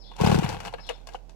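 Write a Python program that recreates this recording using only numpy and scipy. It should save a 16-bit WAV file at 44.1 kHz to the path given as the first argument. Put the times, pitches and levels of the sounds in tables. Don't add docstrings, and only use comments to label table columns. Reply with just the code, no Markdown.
import sys
import numpy as np
from scipy import signal
from scipy.fft import rfft, irfft
from scipy.io import wavfile
from scipy.ndimage import uniform_filter1d

SR = 44100
rng = np.random.default_rng(int(sys.argv[2]) if len(sys.argv) > 2 else 0)


def generate_wav(sig):
    pcm = np.round(np.clip(np.atleast_2d(sig).T, -1, 1) * 32767).astype(np.int16)
    wavfile.write(sys.argv[1], SR, pcm)


N = 59535


def undb(db):
    return 10 ** (np.asarray(db) / 20)


def unit(x):
    return x / np.sqrt(np.mean(x ** 2) + 1e-20)


def clock(start=0):
    return np.maximum(np.arange(N) / SR - start, 0)


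def sine(hz, t):
    return np.sin(2 * np.pi * hz * t)


def gains(points):
    hz, db = np.array(points).T
    bins_hz = np.fft.rfftfreq(2 * N, 1 / SR)
    return undb(np.interp(np.log(bins_hz + 1), np.log(hz), db))


def convolve(x, response):
    return signal.fftconvolve(x, response / np.linalg.norm(response))[:N]


def colour(x, points):
    cepstrum = irfft(np.log(gains(points)))
    cepstrum[1:N] *= 2
    cepstrum[N + 1:] = 0
    response = irfft(np.exp(rfft(cepstrum)))[:N]
    return convolve(x, response)


def low_cut(x, hz, order):
    return signal.sosfilt(signal.butter(order, hz, "high", fs=SR, output="sos"), x)


def struck(modes, start=0):
    t = clock(start)
    return sum(undb(db - 60 * t / t60) * sine(hz, t) for hz, db, t60 in modes)


def ring(x, modes):
    return convolve(x, struck(modes))


GRAINS_PER_S, GRAIN_SPREAD_DB = 1100, 1
SMOOTH_DB = -3


def grit():
    hits = rng.random(N) < GRAINS_PER_S / SR
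    size = undb(GRAIN_SPREAD_DB * np.minimum(rng.exponential(size=N), 4))
    grains = unit(hits * size * rng.choice([-1, 1], N))
    return unit(grains + undb(SMOOTH_DB) * rng.standard_normal(N))


def echoes(x, t60):
    t = clock()
    decay = np.exp(-np.log(1000) * t / t60)
    swell = 1 - np.exp(-t / 0.0042)
    return convolve(x, rng.standard_normal(N) * decay * swell)


# [dB per Hz, relative]
AIR_COLOUR = [(130, -1.5), (300, -8.5), (750, -9), (1300, -26.5), (2500, -31.5), (6000, -32), (9000, -40.5),
              (15500, -45.5)]
HUM_HZ = 41.1
HUM_DB, AIR_DB = (-68, -42.5), (-62, -52.5)


def background():
    hum = np.outer(undb(HUM_DB), np.sqrt(2) * sine(HUM_HZ, clock()))
    air = [undb(db) * colour(rng.standard_normal(N), AIR_COLOUR) for db in AIR_DB]
    return hum + np.array(air)


# [dB, far wall against direct]
BIRD_CALLS = [(-.016, -47, -13.5, -24), (0.792, -47, -7.5, -2)]
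# into_call_s [s], pitch_hz [Hz], level_db [dB against call_db]
CALL_SHAPE = [(0, 3500, -10), (.013, 5250, -1), (.034, 5050, -1), (.044, 3850, -3), (.05, 4300, -2),
              (.056, 3400, -3), (.068, 3500, -5), (.073, 4350, -2), (.081, 3300, -5), (.092, 3650, 0),
              (.118, 3200, -18)]
BIRD_WAVER = 0.026
NEAR_WALL_S, NEAR_WALL_DB = 0.044, -3
FAR_WALL_S, FAR_WALL_LOW_HZ = 0.137, 5200
BIRD_T60_S, BIRD_WET_DB = 0.27, -4.5


def bird():
    shape_s, shape_hz, shape_db = np.array(CALL_SHAPE).T
    t, out = clock(), np.zeros(N)
    waver = 1 + BIRD_WAVER * unit(uniform_filter1d(rng.standard_normal(N), size=60))
    for start, call_db, direct_db, far_db in BIRD_CALLS:
        pitch_hz = np.interp(t - start, shape_s, shape_hz) * waver
        envelope = np.interp(t - start, shape_s, undb(shape_db), left=0, right=0)
        call = undb(call_db) * envelope * np.sin(2 * np.pi * np.cumsum(pitch_hz) / SR)
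        near = np.interp(t - NEAR_WALL_S, t, call, left=0)
        far = np.interp(t - FAR_WALL_S, t, call, left=0)
        call = call + undb(NEAR_WALL_DB) * near
        far = low_cut(far, FAR_WALL_LOW_HZ, order=4)
        out += undb(direct_db) * (call + undb(far_db) * far)
        out += undb(BIRD_WET_DB) * echoes(call, BIRD_T60_S)
    return 2 * out


# time_s [s], level_db [dB]
SCRAPE = [(.779, -72), (.784, -41), (.795, -41), (0.802, -44.5), (.825, -76)]
# freq_hz [Hz], level_db [dB], t60_s [s]
SCRAPE_MODES = [(580, -0.5, 0.022), (880, -0.5, 0.012), (1300, 1, 0.019), (1710, 0.5, 0.02),
                (2250, -6, .02), (2620, -4, .02)]


def scrape():
    level_db = np.interp(clock(), *np.array(SCRAPE).T, left=-np.inf, right=-np.inf)
    return ring(undb(level_db) * grit(), SCRAPE_MODES)


# freq_hz [Hz], level_db [dB]
SNAP_MODES = [(2880, 6), (3170, -5)]
SNAP_S, SNAP_DB, SNAP_DECAY_S = 0.8902, -25.5, 0.0039


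def snap():
    t = clock(SNAP_S)
    ping = sum(undb(db) * sine(hz, t) for hz, db in SNAP_MODES)
    return undb(SNAP_DB) * np.exp(-t / SNAP_DECAY_S) * ping


# start_s [s], thud_db [dB], ring_db [dB]
HANDLE_TAPS = [(1.1462, -27, -54), (1.1502, -31.5, -45), (1.1542, -38, -40.5)]
# freq_hz [Hz], level_db [dB], t60_s [s]
HANDLE_THUD = [(502, 1, 0.03), (726, -4, 0.019), (823, -1, 0.035), (1107, -7, .028)]
# freq_hz [Hz], level_db [dB], t60_s [s]
HANDLE_RING = [(1465, -0.5, 0.037), (2240, -5, 0.032), (2816, 1.5, .045), (2985, -1, 0.036)]
BODY_LOW_HZ = 380


def handle():
    out = np.zeros(N)
    for start, thud_db, ring_db in HANDLE_TAPS:
        out += undb(thud_db) * struck(HANDLE_THUD, start)
        out += undb(ring_db) * struck(HANDLE_RING, start)
    return low_cut(out, BODY_LOW_HZ, order=4)


# [Hz, centre of the blow]
KNOCKS = [(.116, -39.5, -44.5, -52.5, 0.0066, 1030), (0.165, -45, -43, -38.5, 0.0043, 930),
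          (0.2106, -22, -27.5, -27, 0.0086, 830), (0.2627, -18.5, -27.5, -29.5, 0.0038, 910),
          (0.272, -37, -24.5, -22.5, 0.0014, 850), (.3145, -17, -25.5, -26, 0.0062, 876),
          (0.349, -45, -28, -24, 0.0052, 810), (0.388, -22, -22, -22.5, 0.0027, 796),
          (0.4313, -50, -27, -34, 0.013, 790), (0.4619, -33, -30, -43, 0.0081, 900),
          (0.4898, -27.5, -26.5, -27.5, 0.0052, 596), (.545, -27, -32.5, -42, 0.0042, 810),
          (.567, -32.5, -32.5, -45, 0.0045, 840), (0.602, -33, -29.5, -33, 0.0065, 830),
          (0.642, -57, -45, -49, .005, 900), (0.6499, -49, -34, -33, 0.0095, 902),
          (0.677, -64, -29.5, -39, 0.0069, 890), (0.726, -35.5, -45.5, -46, 0.0048, 855),
          (0.7376, -22.5, -30, -41.5, 0.0074, 716), (0.867, -49.5, -50, -43.5, 0.013, 885),
          (.890, -27.5, -30, -30.5, 0.0099, 540), (0.8979, -22, -30.5, -57, 0.0085, 650),
          (1.071, -40, -37, -34, 0.005, 1210), (1.087, -38.5, -39, -41, 0.0062, 790),
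          (1.1335, -48, -56, -46.5, 0.017, 780), (1.151, -43, -39.5, -49, 0.0058, 776),
          (1.294, -54.5, -53, -50.5, 0.017, 830)]
# freq_hz [Hz], level_db [dB], t60_s [s]
BODY_MODES = [(480, 12.5, 0.035), (533, -3.5, 0.034), (680, 4.5, 0.017), (846, -3.5, 0.02),
              (906, -2.5, 0.028), (1070, -6.5, 0.037)]
# freq_hz [Hz], level_db [dB], t60_s [s]
CLACK_MODES = [(1400, 7.5, 0.023), (1620, 3, 0.044), (2610, 14, 0.009), (2870, 5.6, 0.074)]
# [dB per Hz, relative]
CLACK_COLOUR = [(300, -13), (900, -0.5), (1400, 0), (3000, -3.5), (4200, -1.5), (9000, -51.5)]
# [dB per Hz, relative]
TICK_COLOUR = [(1500, -25), (3600, 9), (5000, 5.5), (7000, -1.5), (10000, -9.5), (15500, -21.5)]
BLOW_DB, BLOW_Q, RATTLE_DB = -8, 2.4, -1.5
BODY_DB, CLACK_RING_DB, CLACK_NOISE_DB = -4, -9.5, -1.5


def knocks():
    body, clack, tick = np.zeros((3, N))
    chatter = grit()
    for start, body_db, clack_db, tick_db, decay, blow_hz in KNOCKS:
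        t = clock(start)
        rattle = unit(chatter * (t > 0) * np.exp(-t / decay)) * np.sqrt(decay * SR / N / 2)
        blow = undb(RATTLE_DB) * rattle
        blow[int(start * SR)] += undb(BLOW_DB) * np.sqrt(decay * SR)
        focused = signal.lfilter(*signal.iirpeak(blow_hz, BLOW_Q, fs=SR), blow)
        thud = unit(ring(focused, BODY_MODES))
        body += undb(body_db + BODY_DB) * thud * np.sqrt(decay * SR / N)
        clack += undb(clack_db) * rattle
        tick += undb(tick_db) * rattle
    out = body + undb(CLACK_RING_DB) * ring(clack, CLACK_MODES)
    out += undb(CLACK_NOISE_DB) * colour(clack, CLACK_COLOUR)
    out += colour(tick, TICK_COLOUR)
    return low_cut(out, BODY_LOW_HZ, order=4)


# [dB, before doubling]
TURNS = [(0.2026, -11.5, .2132, -10, -22), (0.2364, -8, .2440, -7.5, -21.5),
         (0.2653, -10, .2714, -7.5, -19.5), (0.2896, -10, .2966, -10, -27),
         (0.3162, -9, .3234, -8.5, -20.5), (.3440, -7, .3526, -9.5, -39), (0.3787, -10, .3891, -9.5, -25.5),
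         (0.424, -15, .4413, -14, -23), (0.487, -23, .4960, -25.5, -26), (0.538, -27, .5638, -32.5, -55)]
# [dB, before flutter, lulls and low cut]
WHIRR = [(0, -68.5), (0.174, -50), (0.189, -38.5), (0.209, -29.5), (.26, -24), (0.328, -24), (.385, -32),
         (.412, -34), (.445, -32.5), (0.477, -35), (.505, -29), (.56, -40), (.645, -40.5), (0.672, -34),
         (0.699, -48), (.77, -52.5), (.95, -52), (1.05, -60.5), (1.13, -46.5), (1.21, -68.5)]
# [dB per Hz, relative]
WHIRR_COLOUR = [(60, 1.5), (150, 12), (290, -5), (450, 7), (600, -3), (860, 0), (1150, -11), (1430, 0),
                (1750, -9.5), (2600, -6.5), (3500, -11.5), (5000, -15), (7000, -18.5), (10000, -25.5),
                (15500, -32.5)]
# start_s [s], pitch_hz [Hz], level_db [dB], length_s [s]
SQUEAKS = [(.193, 940, -28.5, 0.014), (0.2577, 870, -26, 0.019), (.259, 4960, -27.5, 0.013),
           (.3135, 867, -23, 0.014)]
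FLUTTER_DB, WHIRR_LOW_HZ = 2.0, 200
LULL_DB, LULL_AFTER_S, LULL_WIDTH_S = -4, 0.016, 0.004


def starter():
    flutter_db = FLUTTER_DB * unit(uniform_filter1d(rng.standard_normal(N), size=260))
    lull_db = np.zeros(N)
    for _, _, puff_s, _, _ in TURNS:
        lull_db += LULL_DB * np.exp(-((clock() - puff_s - LULL_AFTER_S) / LULL_WIDTH_S) ** 2)
    level_db = np.interp(clock(), *np.array(WHIRR).T) + flutter_db + lull_db
    out = colour(undb(level_db) * grit(), WHIRR_COLOUR)
    out = low_cut(out, WHIRR_LOW_HZ, order=2)
    for start, pitch_hz, db, length in SQUEAKS:
        t = clock(start)
        envelope = np.sin(np.pi * np.minimum(t / length, 1)) ** 2
        out += undb(db) * envelope * sine(pitch_hz, t)
    return out


INTAKE_HZ, INTAKE_DECAY_S, INTAKE_RISE_S = 435, 0.0055, 0.00065
INTAKE_SAG_HZ_PER_S = 340
MUFFLER_HZ, MUFFLER_SWELL_S, MUFFLER_SHAPE = 167.1, 0.00544, 4.15
SUCK_DB, SUCK_AT_S, SUCK_WIDTH_S = -0.5, 0.0017, 0.00065
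THUMP_HZ, THUMP_DECAY_S, THUMP_DB = 72, 0.01, -10.5
RASP_RISE_S, RASP_DECAY_S = 0.0047, 0.0075
PUFF_LOW_HZ = 32.4


def engine():
    out, gas = np.zeros(N), np.zeros(N)
    for pop_s, pop_db, puff_s, puff_db, rasp_db in TURNS:
        t = clock(pop_s)
        intake_hz = INTAKE_HZ - INTAKE_SAG_HZ_PER_S * (pop_s - TURNS[0][0])
        envelope = np.exp(-t / INTAKE_DECAY_S) * (1 - np.exp(-t / INTAKE_RISE_S))
        out -= undb(pop_db) * sine(intake_hz, t) * envelope

        t = clock(puff_s)
        swell = (t / MUFFLER_SWELL_S * np.exp(1 - t / MUFFLER_SWELL_S)) ** MUFFLER_SHAPE
        puff = swell * sine(MUFFLER_HZ, t)
        suck = undb(SUCK_DB) * np.exp(-((clock() - puff_s - SUCK_AT_S) / SUCK_WIDTH_S) ** 2)
        thump = undb(THUMP_DB) * sine(THUMP_HZ, t) * np.exp(-t / THUMP_DECAY_S)
        out += undb(puff_db) * (thump - suck - puff)
        gas += undb(rasp_db) * 2 * (1 - np.exp(-t / RASP_RISE_S)) * np.exp(-t / RASP_DECAY_S)
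    out = low_cut(out, PUFF_LOW_HZ, order=1)
    return out + colour(gas * grit(), WHIRR_COLOUR)


# freq_hz [Hz], gain_db [dB against the left]
FAR_PORT = [(60, -1.5), (180, -7.5), (400, -3.5), (560, -12), (720, 2), (1100, 4), (1450, -23),
            (1900, -22.5), (2700, -4), (3500, -27.5), (5000, -25), (8000, -39), (15000, -47)]
# freq_hz [Hz], phase_lag_rad [radians]
FAR_LAG = [(0, 0), (800, 6.2), (1300, 8.2), (2000, 12.5), (3100, 14.6), (5000, 21.7), (7000, 23.2),
           (22050, 32)]


def far_port(x):
    lag = np.interp(np.fft.rfftfreq(2 * N, 1 / SR), *np.array(FAR_LAG).T)
    return irfft(rfft(x, 2 * N) * gains(FAR_PORT) * np.exp(-1j * lag))[:N]


# freq_hz [Hz], gain_db [dB]
BOOM_COLOUR = [(40, -18.5), (95, 11), (145, 0), (230, -13.5), (1500, -38)]
# [dB per Hz, relative]
SCATTER_COLOUR = [(400, -27), (1200, 12), (2800, 6), (3800, -15), (7000, -32), (15000, -37)]
BOOM_T60_S, BOOM_DB = 0.76, -10
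GARDEN_T60_S, GARDEN_DB = 0.22, -16.5
SCATTER_T60_S, SCATTER_DB = 0.03, -22.5


def scene():
    puffs = engine()
    rattles = starter() + knocks() + snap() + scrape() + handle()
    direct = puffs + rattles + bird()
    low_puffs = irfft(rfft(puffs, 2 * N) * gains(BOOM_COLOUR))[:N]
    boom = undb(BOOM_DB) * echoes(low_puffs, BOOM_T60_S)
    left = direct + boom + undb(GARDEN_DB) * echoes(rattles, GARDEN_T60_S)
    right = direct + boom + undb(GARDEN_DB) * echoes(rattles, GARDEN_T60_S)
    scatter = undb(SCATTER_DB) * colour(echoes(rattles, SCATTER_T60_S), SCATTER_COLOUR)
    return np.array([left, far_port(right) + scatter]) + background()


TOP_HZ = 15900


def record(dry):
    return signal.sosfilt(signal.ellip(10, 0.1, 80, TOP_HZ, fs=SR, output="sos"), dry)


dry = scene()
out = record(dry)
generate_wav(out)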